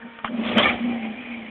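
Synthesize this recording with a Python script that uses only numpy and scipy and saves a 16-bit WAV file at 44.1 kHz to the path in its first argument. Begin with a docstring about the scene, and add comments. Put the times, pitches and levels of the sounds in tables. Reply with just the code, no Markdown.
"""A truck engine rumbles under a thin whine, then picks up and booms, working through deep mud.
Its firing note rings in the exhaust pipe and pulses through a gritty roar, sagging twice under load.
Mud slaps once, then a wheel plunges in: a thud, tyre spatter and the squelch of ringing air pockets.
A loose panel buzzes after the rev. It is all heard outdoors through a narrow-band microphone."""
import sys
import numpy as np
from scipy import signal
from scipy.fft import rfft, irfft
from scipy.io import wavfile
from scipy.ndimage import uniform_filter1d

SR = 44100
rng = np.random.default_rng(int(sys.argv[2]) if len(sys.argv) > 2 else 0)


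def file_out(sig):
    """Save sig as 16-bit WAV at sys.argv[1]."""
    # one column per channel
    cols = np.atleast_2d(sig).T
    # limit, then scale
    lim = np.clip(cols, -1, 1)
    pcm = np.round(lim * 32767).astype(np.int16)
    wavfile.write(sys.argv[1], SR, pcm)


N = 66150
T = np.arange(N) / SR
HZ = np.fft.rfftfreq(N, 1 / SR)
CYLINDERS = 8

# Fader rides for the engine's low roar and treble rasp: time_s, roar_db, rasp_db
ENGINE_LEVELS = [(0, -52, -52), (.06, -47, -53), (.16, -56, -51), (.24, -49, -51), (.32, -41, -50),
                 (.4, -37, -45), (.5, -30, -37), (.6, -28, -33), (.72, -28, -33), (.78, -36, -37),
                 (.85, -38, -37), (.92, -33.5, -37), (1.0, -40, -40), (1.06, -38, -36), (1.1, -41, -40.5),
                 (1.25, -44, -38.5), (1.34, -42, -37.5), (1.39, -42, -41), (1.5, -47, -40)]


def exhaust(cycle_hz, cycles):
    """The boom: the firing note and its weaker neighbours slide through the pipe's resonance."""
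    # Swell of the boom: time_s, level_db
    boom_levels = [(0, -53), (.05, -37), (.12, -46), (.2, -57), (.25, -38), (.32, -25.5), (.41, -22),
                   (.44, -27.5), (.53, -31), (.64, -27.5), (.68, -34), (.72, -28), (.78, -34), (.802, -26),
                   (.825, -29), (.85, -21.5), (.95, -26), (1.005, -33.5), (1.03, -29.5), (1.13, -31.5),
                   (1.16, -44), (1.195, -36.5), (1.26, -43), (1.31, -33.5), (1.36, -32.5), (1.44, -40),
                   (1.5, -40)]
    # Uneven firing, from pure note (0) to noise (1): time_s, roughness
    unevenness = [(0, .55), (.3, .5), (.5, .65), (.76, .7), (.85, .12), (1.1, .15), (1.18, .5), (1.33, .15),
                  (1.5, .3)]
    pipe_hz, half_width_hz, neighbour_db = 229, 22, -11
    orders = np.arange(CYLINDERS // 2, 2 * CYLINDERS)[:, None]
    pipe = 1 / (1 + 1j * (orders * cycle_hz - pipe_hz) / half_width_hz) ** 2
    weights = pipe * amp(neighbour_db * (orders != CYLINDERS))
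    partials = np.exp(2j * np.pi * (orders * cycles + rng.random(orders.shape)))
    note = (weights * partials).real.sum(0)
    note /= np.sqrt((abs(weights) ** 2).sum(0) / 2)  # hold the level as the pitch moves
    rough = np.clip(curve(unevenness), 0, 1)
    flutter = ringing(pipe_hz, width_hz=85)
    return amp(curve(boom_levels)) * (np.sqrt(1 - rough ** 2) * note + rough * flutter)


def roar_and_rasp(cycles):
    """Engine noise throbs with the firing and rings in the truck's panels."""
    # EQ of the low roar: frequency_hz, gain_db
    roar_eq = [(20, -32), (55, -9), (110, -5), (175, -9), (295, 4), (400, -2), (600, -2), (800, -4),
               (930, -11), (1600, -15), (3000, -32)]
    # EQ of the treble rasp: frequency_hz, gain_db
    rasp_eq = [(200, -20), (900, -8), (1500, -8.5), (1900, -1.5), (2350, -1), (2750, -5.5), (3100, -4.5),
               (3500, -10.5), (4500, -11)]
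    # Body and engine bay resonances: pitch_hz, width_hz, lift_db
    panels = [(519, 16, 5), (605, 14, 8), (738, 16, 5), (793, 20, 5), (2200, 70, 3), (2342, 45, 5),
              (2437, 55, 6), (2990, 80, 4)]
    throb_depth = .3
    throb = np.exp(throb_depth * (np.cos(2 * np.pi * CYLINDERS * cycles) + .6 * np.cos(4 * np.pi * cycles)))
    lift_db = sum(db / (1 + ((HZ - hz) / (width / 2)) ** 2) for hz, width, db in panels)
    roar = amp(curve(ENGINE_LEVELS, column=1)) * colour(patchy_noise() * throb, roar_eq, lift_db)
    rasp = amp(curve(ENGINE_LEVELS, column=2)) * colour(patchy_noise() * throb, rasp_eq, lift_db)
    return roar + rasp


def tyre_spray():
    """The tyres fling mud in a grainy spatter that peaks at the plunge."""
    # Swell of thrown mud: time_s, level_db
    spray_levels = [(0, -50), (.3, -48), (.37, -38.5), (.42, -35), (.455, -26), (.5, -25), (.53, -29),
                    (.547, -31), (.565, -23), (.585, -14.5), (.61, -15.5), (.625, -18.5), (.64, -17.5),
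                    (.67, -21), (.69, -19.5), (.72, -27), (.77, -36), (.83, -42), (.9, -51), (1.5, -52)]
    # EQ of the spatter: frequency_hz, gain_db
    spray_eq = [(25, -28), (70, -10), (170, -10), (300, -3.5), (700, -3.5), (900, -4), (1200, 2.5),
                (1550, -5), (1900, 0), (2300, 1), (2800, -2), (3300, 0), (4500, -7)]
    grain_db = 2.0
    spatter = patchy_noise() * amp(grain_db * drift(500))
    return amp(curve(spray_levels)) * colour(spatter, spray_eq)


def mud_slaps():
    """Mud lands in flat, fast-dying smacks of noise."""
    # Mud hits: start_s, level_db, decay_s
    hits = [(.187, -31.5, .002), (.2443, -15.5, .003), (.251, -27, .02), (.581, -15, .006)]
    # EQ of a slap: frequency_hz, gain_db
    slap_eq = [(30, -15), (200, -11), (420, -16), (680, -2.5), (900, -3), (1230, 2), (1600, -5),
               (2600, -10), (3150, 2), (3500, -15), (4500, -19)]
    out = np.zeros(N)
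    for start_s, level_db, decay_s in hits:
        smack = colour(rng.standard_normal(N), slap_eq)
        out += burst(smack, strike(start_s, rise_s=.0025, decay_s=decay_s), level_db)
    return out


def squelches():
    """Air pockets ring in the mud, each a short, wet swell."""
    # Air pockets: start_s, length_s, pitch_hz, width_hz, level_db
    pockets = [(.014, .028, 1700, 400, -42), (.194, .016, 1300, 600, -43), (.272, .016, 1650, 1100, -33),
               (.545, .06, 530, 380, -21), (.576, .036, 3100, 300, -21), (.592, .038, 606, 70, -21),
               (.623, .028, 3390, 300, -23.5), (.628, .054, 2290, 220, -20), (.643, .042, 1200, 200, -24.5),
               (.652, .028, 1800, 110, -21), (.675, .04, 2280, 650, -20.5), (1.183, .026, 2420, 280, -38),
               (1.248, .026, 2250, 750, -39), (1.30, .065, 2280, 300, -39)]
    out = np.zeros(N)
    for start_s, length_s, pitch_hz, width_hz, level_db in pockets:
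        swell = np.sin(np.pi * np.clip((T - start_s) / length_s, 0, 1))
        out += burst(ringing(pitch_hz, width_hz), swell, level_db)
    return out


def wheel_thud():
    """A short, low boom as the wheel drops into the rut."""
    start_s, pitch_hz, level_db = .557, 222, -12.5
    return amp(level_db) * strike(start_s, rise_s=.015, decay_s=.017) * sine(pitch_hz * (T - start_s))


def rasp_whistle():
    """A fuzzy whistle wanders inside the engine's rasp and follows its level."""
    pitch_hz, wander, below_rasp_db = 2340, .055, 6.5
    bend = np.exp(2j * np.pi * np.cumsum(pitch_hz * wander * drift(12)) / SR)
    whistle = (signal.hilbert(ringing(pitch_hz, width_hz=220)) * bend).real
    return amp(curve(ENGINE_LEVELS, column=2) - below_rasp_db) * whistle


def panel_buzz():
    """A loose panel sings on after the rev, one wavering tone."""
    pitch_hz, level_db = 795, -40.5
    cycles = np.cumsum(pitch_hz * (1 + .014 * drift(30))) / SR
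    envelope = strike(start_s=.87, rise_s=.05, decay_s=.14)
    return amp(level_db + 2.5 * drift(40)) * envelope * sine(cycles)


def belt_whine():
    """A belt-driven accessory whines and its belt whirrs, both fading as the engine picks up."""
    # Partials of the whine: harmonic, level_db
    partials = [(1, -57), (2, -52.5), (4, -56), (5, -63)]
    pitch_hz, whirr_db, hold_s, fade_s = 460.5, -50, .26, .08
    cycles = np.cumsum(pitch_hz * (1 + .002 * drift(40))) / SR
    tone = sum(amp(db + 2 * drift(20)) * sine(harmonic * cycles) for harmonic, db in partials)
    whirr = amp(whirr_db) * ringing(1450, width_hz=1400)
    return (tone + whirr) * np.clip(1 - (T - hold_s) / fade_s, 0, 1)


def mic_tick():
    """One bright tick at the height of the splash: a spike with its top rolled off."""
    time_s, decay_s, cutoff_hz = .583, .00005, 11000
    spike = amp(-13) * np.exp(-abs(np.arange(N) - round(time_s * SR)) / SR / decay_s)
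    return irfft(rfft(spike) / (1 + (HZ / cutoff_hz) ** 8), N)


def amp(db):
    """Decibels to gain."""
    return 10 ** (np.asarray(db) / 20)


def unit(x):
    """Scales to rms 1."""
    return x / np.sqrt(np.mean(x ** 2) + 1e-20)


def sine(cycles):
    """A pure tone at rms 1."""
    return np.sqrt(2) * np.sin(2 * np.pi * cycles)


def curve(rows, column=1):
    """One table column as an automation lane."""
    rows = np.array(rows)
    return np.interp(T, rows[:, 0], rows[:, column])


def colour(x, eq, lift_db=0):
    """Shapes x with an EQ curve, at rms 1."""
    hz, db = np.transpose(eq)
    gain_db = np.interp(np.log(HZ + 1), np.log(hz), db) + lift_db
    return unit(irfft(rfft(x) * amp(gain_db), N))


def drift(rate_hz):
    """Random motion up to a rate, rms 1."""
    return unit(irfft(rfft(rng.standard_normal(N)) / (1 + (HZ / rate_hz) ** 4), N))


def ringing(pitch_hz, width_hz):
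    """Noise in one steep-sided resonance, rms 1."""
    detune = (HZ - pitch_hz) / (width_hz / 2)
    return unit(irfft(rfft(rng.standard_normal(N)) / (1 + detune ** 2) ** 2, N))


def patchy_noise(depth_db=2.0):
    """Noise whose level flickers in small patches of time and frequency."""
    spectra = signal.stft(rng.standard_normal(N), nperseg=512, noverlap=384)[2]
    patches = uniform_filter1d(rng.standard_normal(spectra.shape), size=4, axis=0)
    patches = unit(uniform_filter1d(patches, size=7, axis=1))
    return signal.istft(spectra * amp(depth_db * patches), nperseg=512, noverlap=384)[1][:N]


def strike(start_s, rise_s, decay_s):
    """Linear attack, exponential tail."""
    attack = np.clip((T - start_s) / rise_s, 0, 1)
    return attack * np.exp(-np.maximum(T - start_s - rise_s, 0) / decay_s)


def burst(noise, envelope, level_db):
    """Enveloped noise whose crest has the given rms level."""
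    shaped = noise * envelope
    return amp(level_db) * shaped * np.sqrt(np.sum(envelope ** 2) / (np.sum(shaped ** 2) + 1e-20))


def scene():
    """The labouring truck and the mud, mixed in mono."""
    # Engine speed in four-stroke cycles: time_s, cycle_hz
    engine_speed = [(0, 28.5), (.06, 30.0), (.2, 28.0), (.26, 28.2), (.32, 29.6), (.4, 28.3), (.49, 30.2),
                    (.56, 27.6), (.65, 29.2), (.74, 30.0), (.80, 29.2), (.86, 30.3), (.93, 29.6),
                    (1.0, 28.2), (1.13, 26.9), (1.19, 31.0), (1.27, 29.9), (1.36, 29.0), (1.5, 26.0)]
    cycle_hz = curve(engine_speed) * (1 + .006 * drift(25))  # a slight wobble
    cycles = np.cumsum(cycle_hz) / SR
    engine = exhaust(cycle_hz, cycles) + roar_and_rasp(cycles)
    truck = engine + belt_whine() + panel_buzz() + rasp_whistle()
    mud = tyre_spray() + mud_slaps() + squelches() + wheel_thud()
    return (truck + mud)[None]


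def record(dry):
    """The microphone dulls the treble like a telephone and adds its one tick."""
    edge_hz, slope_db_per_hz, cutoff_hz = 3360, .029, 4650
    band = amp(-slope_db_per_hz * np.maximum(HZ - edge_hz, 0)) / (1 + (HZ / cutoff_hz) ** 60)
    dulled = irfft(rfft(dry) * band, N)
    fades = np.minimum(np.minimum(T, T[::-1]) / .002, 1)  # 2 ms at each end
    high_cut = signal.firwin(511, 15800, window=("kaiser", 9), fs=SR)
    return signal.oaconvolve((dulled + mic_tick()) * fades, high_cut[None], "same")


dry = scene()
out = record(dry)
file_out(out)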